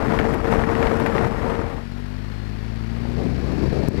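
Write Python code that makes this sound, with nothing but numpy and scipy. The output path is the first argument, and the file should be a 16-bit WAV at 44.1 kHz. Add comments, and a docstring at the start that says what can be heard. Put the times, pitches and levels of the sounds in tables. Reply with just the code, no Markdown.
"""Night ride on a motorcycle

Heard from the saddle, on a camera microphone that works on the left only. A strong gust batters the
microphone and hoots across an edge; it drops away and bares the thudding engine, which gathers speed
until a duller wind returns. A limiter ducks after the hardest buffets."""
import sys
import numpy as np
from scipy import signal
from scipy.fft import rfft, irfft
from scipy.io import wavfile
from scipy.ndimage import uniform_filter1d

SR = 44100
rng = np.random.default_rng(int(sys.argv[2]) if len(sys.argv) > 2 else 0)


def unload_wav(signal):
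    """Save mono or channel-first audio to the path in sys.argv[1] as 16-bit WAV at rate SR, clipped to [-1, 1]."""
    wavfile.write(
        sys.argv[1],
        SR,
        np.round(np.clip(np.atleast_2d(signal).T, -1, 1) * 32767).astype(np.int16),
    )


N = 176400
T = np.arange(N) / SR

# head wind on the microphone: t/s, level/dB
GUST_LEVEL = [(0.0, -23.5), (0.334, -23), (0.354, -28), (0.4, -26.5), (0.416, -28.5), (0.54, -18.5),
              (0.546, -20), (0.638, -22.5), (0.644, -28), (0.73, -21.5), (1.144, -24), (1.276, -22),
              (1.302, -28.5), (1.462, -25), (1.468, -26), (1.524, -26.5), (1.792, -34.5), (1.85, -55)]
# its spectrum: f/Hz, level/dB
GUST_SPECTRUM = [(15, -23), (35, 0.5), (70, 2), (140, 0.5), (300, -1), (550, -4.5), (1000, -9),
                 (2000, -17.5), (3000, -29.5), (5000, -41), (8000, -47), (15000, -55.5)]
GUST_DB, GUST_STOP_S = 5.5, 0.021
# sharp crackles of wind: t/s, level/dB
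CRACKLE_HITS = [(0.12, -20), (.189, -12), (.213, -21), (0.338, -20), (0.444, -25), (0.637, -18),
                (.752, -19), (0.827, -16), (0.87, -14.5), (.999, -23), (1.062, -14), (1.181, -17),
                (1.552, -21)]
# their spectrum: f/Hz, level/dB
CRACKLE_SPECTRUM = [(100, -24), (800, 13.5), (2000, 9.5), (3200, -1.5), (5000, -20), (15000, -33)]
# wind hooting across an edge: t/s, f/Hz, level/dB
EDGE_TONE = [(0, 447.7, -30.5), (.3, 452.2, -21.5), (.4, 452.7, -30), (.53, 453.3, -17), (.65, 453.2, -26),
             (.76, 457, -20), (1.05, 457.3, -24), (1.35, 457.4, -25.5), (1.62, 461, -29), (1.85, 462, -46)]
# its partials: multiple of the pitch, level/dB
EDGE_PARTIALS = [(.5, 0), (1, 4.5), (2, -12.5)]
# duller wind as the speed builds: t/s, level/dB
BREEZE_LEVEL = [(2.7, -41), (3.0, -31), (3.14, -27.5), (3.19, -21.5), (3.3, -23.5), (3.39, -25), (3.5, -21),
                (3.62, -20), (3.7, -20.5), (3.83, -20.5), (4, -20.5)]
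# its spectrum: f/Hz, level/dB
BREEZE_SPECTRUM = [(15, -8), (35, -0.5), (80, 1), (200, 0), (400, -3), (700, -14), (1100, -22.5),
                   (2000, -39), (4000, -37.5), (15000, -62.5)]
# hard buffets on the diaphragm: t/s, level/dB, width/s
BUFFET_HITS = [(0.539, -1, 0.0003), (.585, -2.5, .0014), (3.728, -8, 0.0015), (3.887, 6, 0.00084)]
# eddies hitting the microphone port: t/s, half length/s, level/dB
PORT_EDDIES = [(0.527, 0.0084, -14), (3.056, 0.003, -22), (3.217, 0.042, -29), (3.39, 0.0042, -34),
               (3.804, 0.047, -26.5)]
# snaps of fluttering air: t/s, level/dB
SNAP_HITS = [(.342, -33), (1.0, -35), (1.065, -34), (3.885, -29)]

# engine speed: t/s, firing rate/Hz
FIRING_RATE = [(0, 41), (1.5, 43), (1.87, 46.9), (2.27, 51.4), (2.55, 52.7), (3.1, 59.4), (3.5, 65.3),
               (4, 70)]
# exhaust at the saddle: t/s, level/dB
EXHAUST_LEVEL = [(0, -25), (1.3, -34.5), (1.8, -28.5), (2.1, -26), (2.7, -24.5), (3.3, -21), (4, -22)]
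# exhaust pipe modes: f/Hz, t60/s, level/dB
PIPE_MODES = [(104.3, 0.1, -21), (241.6, 0.1, -13.5)]
PUFF_S, PUFF_DB_PER_OCTAVE, PIPE_DELAY_S, PIPE_LOPE = 0.0005, -4, 0.00359, .33
ECHO_S, ECHO_DB, MUFFLER_HZ = 0.0028, -14, 426
INTAKE_HZ, INTAKE_T60_S, INTAKE_DB = 150, .045, -11
# clatter of valves and chain: f/Hz, level/dB
CLATTER_SPECTRUM = [(100, 6.5), (500, -1.5), (750, 1), (1750, -1.5), (2600, -6.5), (3500, -10),
                    (4350, -13.5), (5600, -20), (8000, -26), (15000, -32.5)]
CLATTER_DB, CLATTER_DB_PER_OCTAVE = -40, 3.5
# gear rasp: f/Hz, level/dB
GEAR_SPECTRUM = [(900, -30), (1650, -1), (2000, -0.5), (2300, -2), (2600, -5), (3400, -16.5), (4550, -10),
                 (5300, -20), (6500, -20.5), (15000, -55)]
GEARS_DB, GEARS_DB_PER_OCTAVE = -52, 26.5
# squeals of the drive: t/s, half length/s, f/Hz, level/dB
DRIVE_SQUEALS = [(2.33, .25, 4200, -60), (3.98, .035, 2020, -41)]

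# resonances of the camera housing: f/Hz, width/Hz, level/dB
HOUSING_MODES = [(1428, 26, -10.5), (1852, 25, -3.5), (2310, 21, -14), (4220, 47, -2), (4610, 160, -2.5),
                 (5280, 290, -1)]
# wind leaking into the dead right side: f/Hz, level/dB
LEAK_SPECTRUM = [(30, -59), (500, -48.5), (1200, -43), (2500, -26.5), (5000, -4.5), (9000, -1), (15000, -2)]
# hiss on that side: f/Hz, level/dB
HISS_SPECTRUM = [(30, 4), (300, 9.5), (1000, 1.5), (15000, 0)]


def gust():
    """Head wind straight on the microphone, with sharp crackles."""
    crackles = colour(bursts(CRACKLE_HITS, decay_s=0.0041), CRACKLE_SPECTRUM)
    return amp(GUST_DB + curve(GUST_LEVEL)) * gust_end() * turbulence(GUST_SPECTRUM) + crackles


def gust_end():
    """Gain that shuts off the head wind quickly once it has dropped."""
    return np.exp(-np.maximum(T - GUST_LEVEL[-1][0], 0) / GUST_STOP_S)


def turbulence(spectrum, eddy_hz=30, flutter_hz=250):
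    """Air tearing at the microphone: eddies swell it, and all above the bass flutters."""
    air = rng.standard_normal(N)
    body = signal.sosfiltfilt(butter(2, 1200), air)
    bass = signal.sosfiltfilt(butter(2, 220), air)
    eddies, flutter = wander(eddy_hz), amp(2.5 * wander(flutter_hz))
    rumble = bass * evened(amp(1.5 * wander(eddy_hz)))
    roar = (body - bass) * evened(flutter * amp(2 * eddies))
    rasp = (air - body) * evened(flutter * amp(1.26 * eddies))
    return evened(colour(rumble + roar + rasp, spectrum))


def hoot():
    """The head wind blows across an edge and sounds a wavering tone."""
    pitch = curve(EDGE_TONE) * (1 + 0.011 * wander(52))
    phase = 2 * np.pi * np.cumsum(pitch) / SR
    tone = sum(amp(db - 2 * wander(30)) * np.sin(multiple * phase) for multiple, db in EDGE_PARTIALS)
    return amp(curve(EDGE_TONE, column=2)) * gust_end() * evened(tone)


def breeze():
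    """Duller wind on the microphone as the motorcycle speeds up."""
    return amp(curve(BREEZE_LEVEL)) * turbulence(BREEZE_SPECTRUM)


def buffets():
    """Single slaps of air on the diaphragm: a suck and its rebound."""
    out = np.zeros(N)
    for s, db, width in BUFFET_HITS:
        rebound = 0.29 * swell(s + 2.5 * width, 3.8 * width)
        out += amp(db) * (rebound - swell(s, width))
    return out


def whooshes():
    """Eddies hit the microphone port squarely and sound its hollow resonance."""
    hollow = evened(signal.sosfilt(butter(2, [328, 610], "band"), rng.standard_normal(N)))
    return sum(amp(db) * swell(s, width) for s, width, db in PORT_EDDIES) * hollow


def snaps():
    """Fluttering air makes very short, bright ticks."""
    return signal.sosfilt(butter(2, 4500, "high"), bursts(SNAP_HITS, decay_s=.0028))


def engine():
    """Just below the saddle: the exhaust thuds; clatter and gears pulse with it and grow with speed."""
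    rate = curve(FIRING_RATE)
    octaves = np.log2(rate / rate.mean())
    turns = .03 + np.cumsum(rate * (1 + .003 * wander(30))) / SR  # one firing a turn, slightly uneven
    thuds = amp(curve(EXHAUST_LEVEL)) * exhaust(turns, octaves)
    clatter = amp(CLATTER_DB + CLATTER_DB_PER_OCTAVE * octaves) * noise(CLATTER_SPECTRUM)
    gears = amp(GEARS_DB + GEARS_DB_PER_OCTAVE * octaves) * gear_train(turns)
    pulsing = 1 + 0.13 * np.cos(2 * np.pi * turns)
    flicker = amp(1.1 * wander(150))
    return thuds + pulsing * flicker * (clatter + gears)


def exhaust(turns, octaves):
    """Each firing puffs and rings the pipe; the intake gulps on every second one. All is muffled."""
    count = np.floor(turns)
    fires = np.diff(count, prepend=count[0])
    t = T[:SR // 4]
    onset = 1 - np.exp(-t / PUFF_S)
    puff = (t / PUFF_S) ** 4 * np.exp(-t / PUFF_S)
    strength = amp(PUFF_DB_PER_OCTAVE * octaves + .4 * rng.standard_normal(N))
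    puffs = -signal.oaconvolve(fires * strength, puff / puff.max())[:N]
    echo = amp(ECHO_DB) * np.interp(T - ECHO_S, T, puffs)  # from the end of the pipe
    ring = onset * sum(amp(db - 60 * t / t60) * np.sin(2 * np.pi * hz * t) for hz, t60, db in PIPE_MODES)
    lope = 1 - PIPE_LOPE * np.cos(np.pi * turns)  # strong and weak in turn
    kicks = fires * (lope + .1 * rng.standard_normal(N))
    pipe = signal.oaconvolve(np.interp(T - PIPE_DELAY_S, T, kicks), ring)[:N]
    gulp = onset * amp(INTAKE_DB - 60 * t / INTAKE_T60_S) * np.sin(2 * np.pi * INTAKE_HZ * t)
    intake = signal.oaconvolve(fires * (count % 2), gulp)[:N]
    pressure = evened(signal.sosfilt(butter(1, 2.9, "high"), puffs + echo + pipe + intake))
    return signal.sosfiltfilt(butter(4, MUFFLER_HZ), pressure)


def gear_train(turns, slack_turns=.002):
    """Teeth meet in the same uneven pattern on every turn, blurred by their slack."""
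    teeth = rng.standard_normal(400)
    places = np.arange(len(teeth)) / len(teeth)
    pattern = np.interp(turns + slack_turns * wander(260), places, teeth, period=1)
    return evened(colour(pattern, GEAR_SPECTRUM))


def squeals(width_hz=52):
    """Thin, fuzzy metallic squeals from the drive swell and fade."""
    out = np.zeros(N)
    for s, half_length, hz, db in DRIVE_SQUEALS:
        phase = 2 * np.pi * hz * T
        fuzzy_tone = wander(width_hz) * np.cos(phase) + wander(width_hz) * np.sin(phase)
        out += amp(db) * swell(s, half_length) * fuzzy_tone
    return out


def housing(x):
    """The camera's shell rings a little around the microphone."""
    return x + sum(amp(db) * signal.lfilter(*signal.iirpeak(hz, hz / width, fs=SR), x)
                   for hz, width, db in HOUSING_MODES)


def dead_side(motor):
    """The right channel carries only hiss and a faint leak of head wind and engine."""
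    thin_wind = colour(turbulence(GUST_SPECTRUM), LEAK_SPECTRUM)
    wind_leak = amp(1 + GUST_DB + curve(GUST_LEVEL)) * gust_end() * thin_wind
    return wind_leak + amp(-56) * motor + amp(-65) * noise(HISS_SPECTRUM)


def amp(db):
    """Decibels to gain."""
    return 10 ** (np.asarray(db) / 20)


def evened(x):
    """Scales to an rms of one."""
    return x / np.sqrt(np.mean(x ** 2) + 1e-20)


def curve(rows, column=1):
    """One column of a table over time."""
    rows = np.array(rows)
    return np.interp(T, rows[:, 0], rows[:, column])


def butter(order, hz, kind="low"):
    """Sections of a filter with a flat passband."""
    return signal.butter(order, hz, kind, fs=SR, output="sos")


def colour(x, spectrum, size=8192):
    """Minimum-phase filter shaped by rows of f/Hz, level/dB."""
    hz, db = np.transpose(spectrum)
    bins_hz = abs(np.fft.fftfreq(size, 1 / SR))
    log_gain = np.log(amp(np.interp(np.log(bins_hz + 1), np.log(hz), db)))
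    taps = np.fft.ifft(np.exp(np.conj(signal.hilbert(log_gain)))).real[:size // 2]
    return signal.oaconvolve(x, taps)[:N]


def noise(spectrum):
    """Coloured noise of unit rms."""
    return evened(colour(rng.standard_normal(N), spectrum))


def wander(hz):
    """Smooth random motion of unit rms, up to about the given rate."""
    f = np.fft.rfftfreq(N, 1 / SR)
    band = np.exp(-(f / hz) ** 2) * np.minimum(f / hz * 10, 1)
    return evened(irfft(rfft(rng.standard_normal(N)) * band, N))


def swell(s, width):
    """A bell-shaped rise and fall around a moment."""
    return np.exp(-((T - s) / width) ** 2)


def bursts(hits, decay_s):
    """Bursts of noise that start at once and die quickly."""
    envelope = sum(amp(db) * (T >= s) * np.exp(-abs(T - s) / decay_s) for s, db in hits)
    return envelope * rng.standard_normal(N)


def scene():
    """From the saddle: wind and engine reach the left side through the housing; the right is near dead."""
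    motor = engine() + squeals()
    wind = gust() + hoot() + breeze() + whooshes() + buffets() + snaps()
    return np.array([housing(wind + motor), dead_side(motor)])


def record(dry, limit_db=-4.5, recover_db_per_s=85, top_hz=14950):
    """The camera's limiter catches peaks on each side and lets go slowly; soft ends, band limit."""
    over_db = np.maximum(20 * np.log10(abs(dry) + 1e-9) - limit_db, 0)
    recovery_db = T * recover_db_per_s
    held_db = np.maximum.accumulate(over_db + recovery_db, axis=1) - recovery_db
    limited = dry / amp(uniform_filter1d(held_db, size=24, axis=1))
    faded = limited * np.clip(np.minimum(T, T[-1] - T) / .003, 0, 1)
    lowpass = signal.firwin(511, top_hz, window=("kaiser", 9), fs=SR)
    return signal.oaconvolve(faded, lowpass[None], "same")


dry = scene()
out = record(dry)
unload_wav(out)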